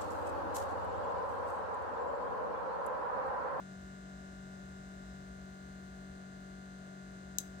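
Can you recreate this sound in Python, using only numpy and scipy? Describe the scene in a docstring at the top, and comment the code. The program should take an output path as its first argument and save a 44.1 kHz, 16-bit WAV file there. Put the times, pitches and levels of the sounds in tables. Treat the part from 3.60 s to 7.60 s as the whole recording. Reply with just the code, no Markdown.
"""An induction heater runs on a workbench, close by. From the start its four-bladed cooling fan hums,
whines and buzzes at nearly steady speed over rushing air, faint mains hum and an uneven low rumble.
Around 1.5 s a faint sizzle passes and the fan's treble changes colour. At 3.5 s comes a faint tick, at
3.8 s one sharp snap, probably from the metal tube heating in the coil, and the small room answers."""
import sys
import numpy as np
from scipy import signal
from scipy.fft import rfft, irfft, next_fast_len
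from scipy.io import wavfile
from scipy.ndimage import map_coordinates

SR = 44100
rng = np.random.default_rng(int(sys.argv[2]) if len(sys.argv) > 2 else 0)


def master_out(mix):
    """Clip the mix to full scale and print it as 16-bit PCM to the path in sys.argv[1]."""
    frames = np.transpose(np.atleast_2d(mix))
    ceiling = np.clip(frames, -1, 1)
    pcm = np.round(ceiling * 32767).astype(np.int16)
    wavfile.write(sys.argv[1], SR, pcm)


N = 176400

# fan speed (time [s], speed [turns/s])
FAN_SPEED = [(0, 47.55), (.3, 47.54), (.63, 47.6), (1.05, 47.52), (1.48, 47.6), (1.7, 47.51), (2.05, 47.52),
             (2.9, 47.465), (4, 47.475)]
# motor whine (order [cycles/turn], left [dB], right [dB])
WHINE_LINES = [(21, -79, -86), (22, -80, -87), (25, -83, -74), (29, -71, -76), (30, -60, -60),
               (31, -76, -73), (32, -71, -71), (33, -71, -71), (35, -73, -69), (36, -73, -71),
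               (38, -76, -74), (43, -78, -78), (54, -80, -91), (59, -77, -93), (74, -78, -86),
               (84, -78, -97), (89, -77, -95), (124, -80, -97), (129, -81, -97), (173, -87, -92)]
# phase lead of the fan's tones on the left (frequency [Hz], lead [rad])
LEFT_LEAD = [(190, .1), (290, .3), (430, 1.2), (660, 1.2), (770, -.3), (1190, .4), (1370, -2.6),
             (1430, -2.2), (1700, -2), (1800, -.4), (2100, 0), (3000, 1.5), (3600, .3), (8000, 1)]


def amp(db):
    """Decibels to gain."""
    return 10 ** (np.asarray(db) / 20)


def unit(x):
    """x at rms 1."""
    return x / np.sqrt(np.mean(x ** 2) + 1e-20)


def along(points, hz):
    """Each value column of a table, read on a log frequency axis."""
    f, *cols = np.transpose(points)
    return np.array([np.interp(np.log(hz + 1), np.log(f + 1), c) for c in cols])


def curve(rows):
    """One value per sample from (time [s], value) rows."""
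    return np.interp(np.arange(N) / SR, *np.transpose(rows))


def wobble(rate_hz):
    """Smooth random curve, rate_hz knots a second."""
    knots = rng.standard_normal(int(N * rate_hz / SR) + 4)
    return map_coordinates(knots, [np.arange(N) * rate_hz / SR], mode="nearest")


def filtered(x, response):
    """x through a frequency response."""
    n = x.shape[-1]
    m = next_fast_len(n + SR // 2)
    return irfft(rfft(x, m) * response(np.fft.rfftfreq(m, 1 / SR)), m)[..., :n]


def noise(colour, shape=(2, N)):
    """Coloured noise at rms 1."""
    return unit(filtered(rng.standard_normal(shape), lambda hz: amp(along(colour, hz)[0])))


def rumble_and_mains():
    """Uneven rumble and mains hum, in opposite polarity left and right."""
    # rumble envelope (time [s], relative level [dB])
    envelope = [(0, -75), (.2, -56), (.37, -64), (.7, -63), (1.15, -58), (1.8, -58.5), (2.3, -57.5),
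                (2.6, -60.5), (2.67, -82), (2.78, -56.5), (3, -66.5), (4, -63)]
    # rumble spectrum (frequency [Hz], relative density [dB])
    colour = [(15, -28), (30, -18), (42, -15), (55, 8.5), (64, 1.5), (76, 1.5), (90, -25), (125, -12),
              (200, -52)]
    mains_hz = 59.6
    mid, side = noise(colour)
    rumble = amp(curve(envelope)) * (mid + amp(-16) * np.array([side, -side]))
    mains = amp(-68) * np.sqrt(2) * np.sin(2 * np.pi * (mains_hz * np.arange(N) / SR + rng.random()))
    return (rumble + mains) * amp([[.45], [-.45]])


def sizzle():
    """Brief fluttering hiss, mostly on the left."""
    # envelope (time [s], left level [dB])
    envelope = [(0, -100), (1.1, -88), (1.25, -81), (1.5, -72), (1.6, -78), (1.75, -100)]
    # spectrum (frequency [Hz], relative density [dB])
    colour = [(2500, -40), (3400, -9), (3850, 7), (4400, -15), (5200, -2), (5800, -19), (8000, -18),
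              (11000, -45)]
    hiss = noise(colour)
    flutter_db = 1.2 * wobble(70)
    return hiss * amp(curve(envelope) + flutter_db) * amp([[0], [-11]])


def air_rush():
    """Air through the fan and heat sinks, partly coherent between the sides."""
    # spectrum (frequency [Hz], left density [dB/Hz], right density [dB/Hz])
    density = [(24.5, -102, -102), (60, -85.5, -81.5), (147, -82.5, -87), (265, -88, -91),
               (365, -85, -94.5), (440, -96, -100), (636, -84.5, -89), (920, -100, -104),
               (1065, -101, -104), (1437, -95, -93), (1650, -99, -100), (1724, -102, -91.5),
               (2000, -103, -103), (2580, -107, -112), (2930, -105, -109), (3420, -107, -117),
               (6000, -107, -118), (8050, -106, -116), (8600, -110, -115), (10600, -121, -121),
               (11700, -122, -129), (15600, -119, -128), (16400, -145, -150)]
    # left-right likeness (frequency [Hz], coherence [-1..1])
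    coherence = [(150, 0.96), (400, 0.57), (700, -0.38), (1300, -0.63), (2400, -0.12), (5000, -0.32)]
    a, b = rng.standard_normal((2, N)) * np.sqrt(SR / 2)
    mix_rad = lambda hz: np.arccos(np.clip(along(coherence, hz), -1, 1)) / 2
    mid = filtered(a, lambda hz: amp(along(density, hz)) * np.cos(mix_rad(hz)))
    side = filtered(b, lambda hz: amp(along(density, hz)) * np.sin(mix_rad(hz)))
    return (mid + side * [[1], [-1]]) * amp(0.18 * wobble(7.2))


def shaft_tones(turns, lines, waver_db=0, waver_hz=4.23):
    """Sines locked to the shaft; orders up to 6 throb once a turn, the rest swell three times a turn."""
    out = np.zeros((2, N))
    for order, left_db, right_db in lines:
        offset_cycles = (order > 6) * order ** 2 / 3
        phase = 2 * np.pi * (order * turns + offset_cycles) + 0.61 * rng.standard_normal()
        lead_rad = along(LEFT_LEAD, order * FAN_SPEED[0][1])[0]
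        gain = amp([[left_db], [right_db]]) * amp(waver_db * wobble(waver_hz))
        out += gain * np.sin([phase, phase - lead_rad])
    return np.sqrt(2) * out


def motor_buzz(turns, ticks_per_turn=10, turn_samples=8192):
    """Unequal ticks, the same every turn, coloured by the fan's frame; every fifth overtone stands out."""
    # overtone envelope (frequency [Hz], left [dB], right [dB])
    colour = [(824, -82.5, -81), (935, -88.5, -94), (1120, -84, -91), (1290, -85.5, -85.5),
              (1750, -85.5, -88), (2250, -80.5, -89), (2200, -96, -92), (2410, -85, -103),
              (2900, -88.5, -103), (2905, -84.5, -82.5), (3430, -95, -99.5), (3870, -81, -112),
              (4020, -84.5, -102), (4260, -93.5, -104), (4930, -84, -101), (5300, -89, -101),
              (6450, -82, -100), (6770, -92.5, -103), (7230, -82.5, -100), (8050, -90, -106),
              (8440, -89, -101), (9900, -109, -107), (15000, -114, -122)]
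    jitter_s, scatter_db, fifth_boost_db = 4e-6, 3, 3
    orders = np.setdiff1d(np.arange(17, 331), np.array(WHINE_LINES)[:, 0]).astype(int)
    shaft_hz = np.mean(np.array(FAN_SPEED)[:, 1])
    hz = orders * shaft_hz
    strengths = np.exp(0.56 * rng.standard_normal(ticks_per_turn))
    tick_turns = (np.arange(ticks_per_turn) + 0.1142 * rng.standard_normal(ticks_per_turn)) / ticks_per_turn
    ticks = np.exp(-2j * np.pi * orders[:, None] * tick_turns) @ strengths
    level_db = along(colour, hz) - 2 + fifth_boost_db * (orders % 5 == 4)
    level_db += scatter_db * rng.standard_normal(len(hz))
    shift_rad = .7 * rng.standard_normal((2, len(hz))) - along(LEFT_LEAD, hz) * [[0], [1]]
    spectrum = np.zeros((2, turn_samples // 2 + 1), complex)
    spectrum[:, orders] = amp(level_db) * np.exp(1j * (np.angle(ticks) + shift_rad))
    one_turn = irfft(spectrum) * turn_samples / np.sqrt(2)
    position = (turns + jitter_s * shaft_hz * wobble(60)) % 1 * turn_samples
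    return np.array([np.interp(position, np.arange(turn_samples), side) for side in one_turn])


def motor_whine(turns):
    """High shaft orders, each wavering slightly in level."""
    return shaft_tones(turns, WHINE_LINES, waver_db=0.2)


def blade_hum(turns):
    """Blades and rotor: low shaft orders, strongest at the blade rate, four a turn."""
    # hum (order [cycles/turn], left [dB], right [dB])
    lines = [(3, -60, -65), (4, -50, -53), (5, -67, -72), (6, -67, -73), (7, -75, -81), (8, -63, -73),
             (9, -68, -86), (10, -73, -87), (12, -72, -78), (13, -68, -74), (14, -70, -77), (15, -67, -82),
             (16, -75, -72)]
    return shaft_tones(turns, lines)


def shift_colour(x):
    """The treble fades from an early colour to a late one, then partly back."""
    # early colour over late (frequency [Hz], excess [dB])
    excess = [(1500, 0.67), (2800, 0.5), (3400, -1), (3750, 3), (4250, -3), (4700, -2), (5300, 6),
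              (6000, -1), (6500, 0.6), (7700, 3.6), (8400, 0)]
    # crossfade (time [s], early share [0..1])
    early_share = [(0, 0.58), (1.1, .75), (1.45, 0.73), (1.56, 0.55), (1.66, 0.18), (3, 0), (4, 0.59)]
    share = curve(early_share)
    early = filtered(x, lambda hz: amp(along(excess, hz) / 2))
    late = filtered(x, lambda hz: amp(-along(excess, hz) / 2))
    return share * early + (1 - share) * late


def metal_snap(start_s, level_db):
    """A crack with a very short metallic ring, left of centre; bench, walls and room answer."""
    # metal modes (frequency [Hz], relative level [dB], t60 [s])
    modes = [(3380, -28, 0.022), (3960, -8.5, 0.016), (6310, 1.5, 0.0045), (6590, 2, 0.0047),
             (7640, 0, .009), (12870, -10.5, 0.01), (15900, -11, 0.0074)]
    # crack spectrum (frequency [Hz], relative density [dB])
    colour = [(300, -34), (1000, -25), (1700, -13.5), (3000, -13.5), (5000, -4.5), (6500, 0), (9500, -8.5),
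              (11500, 1), (16000, -3)]
    # room tails (delay [s], t60 [s], left [dB], right [dB])
    tails = [(.001, 0.049, -8, -12), (0.016, 0.094, -15.5, -22), (.02, 0.37, -20, -27)]
    crack_t60_s, attack_s, right_lag_s, room_cutoff_hz = .0075, .00012, .0004, 10100
    t = np.arange(SR // 2) / SR
    ring = sum(amp(db - 60 * t / t60_s) * np.sin(2 * np.pi * hz * t) for hz, db, t60_s in modes)
    crack = noise(colour, len(t)) * amp(1 - 60 * t / crack_t60_s)
    click = amp(level_db) * (ring + crack) * (1 - np.exp(-t / attack_s))
    paths = np.zeros((2, len(t)))
    for delay_s, t60_s, left_db, right_db in tails:
        tail = rng.standard_normal((2, len(t))) * (t > delay_s) * amp(-60 * abs(t - delay_s) / t60_s)
        paths += amp([[left_db], [right_db]]) * tail / np.linalg.norm(tail[0])
    paths = filtered(paths, lambda hz: 1 / np.sqrt(1 + (hz / room_cutoff_hz) ** 4))
    paths[0, 0] += 1  # direct sound
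    paths[1, round(right_lag_s * SR)] += amp(-12)
    heard = signal.fftconvolve(click[None], paths, axes=1)
    return np.pad(heard, ((0, 0), (round(start_s * SR), 0)))[:, :N]


def scene():
    """One shaft drives hum, whine and buzz; air, sizzle, rumble, mains and snaps join them."""
    # faint tick, then loud snap (time [s], gain [dB])
    snaps = [(3.517, -63), (3.7849, -18.5)]
    turns = np.cumsum(curve(FAN_SPEED)) / SR
    fan = blade_hum(turns) + shift_colour(motor_whine(turns) + motor_buzz(turns) + air_rush())
    return fan + sizzle() + rumble_and_mains() + sum(metal_snap(s, db) for s, db in snaps)


def record(dry):
    """Steep low-pass at the band limit."""
    cutoff_hz = 16600
    return filtered(dry, lambda hz: 1 / np.sqrt(1 + (hz / cutoff_hz) ** 160))


dry = scene()
out = record(dry)
master_out(out)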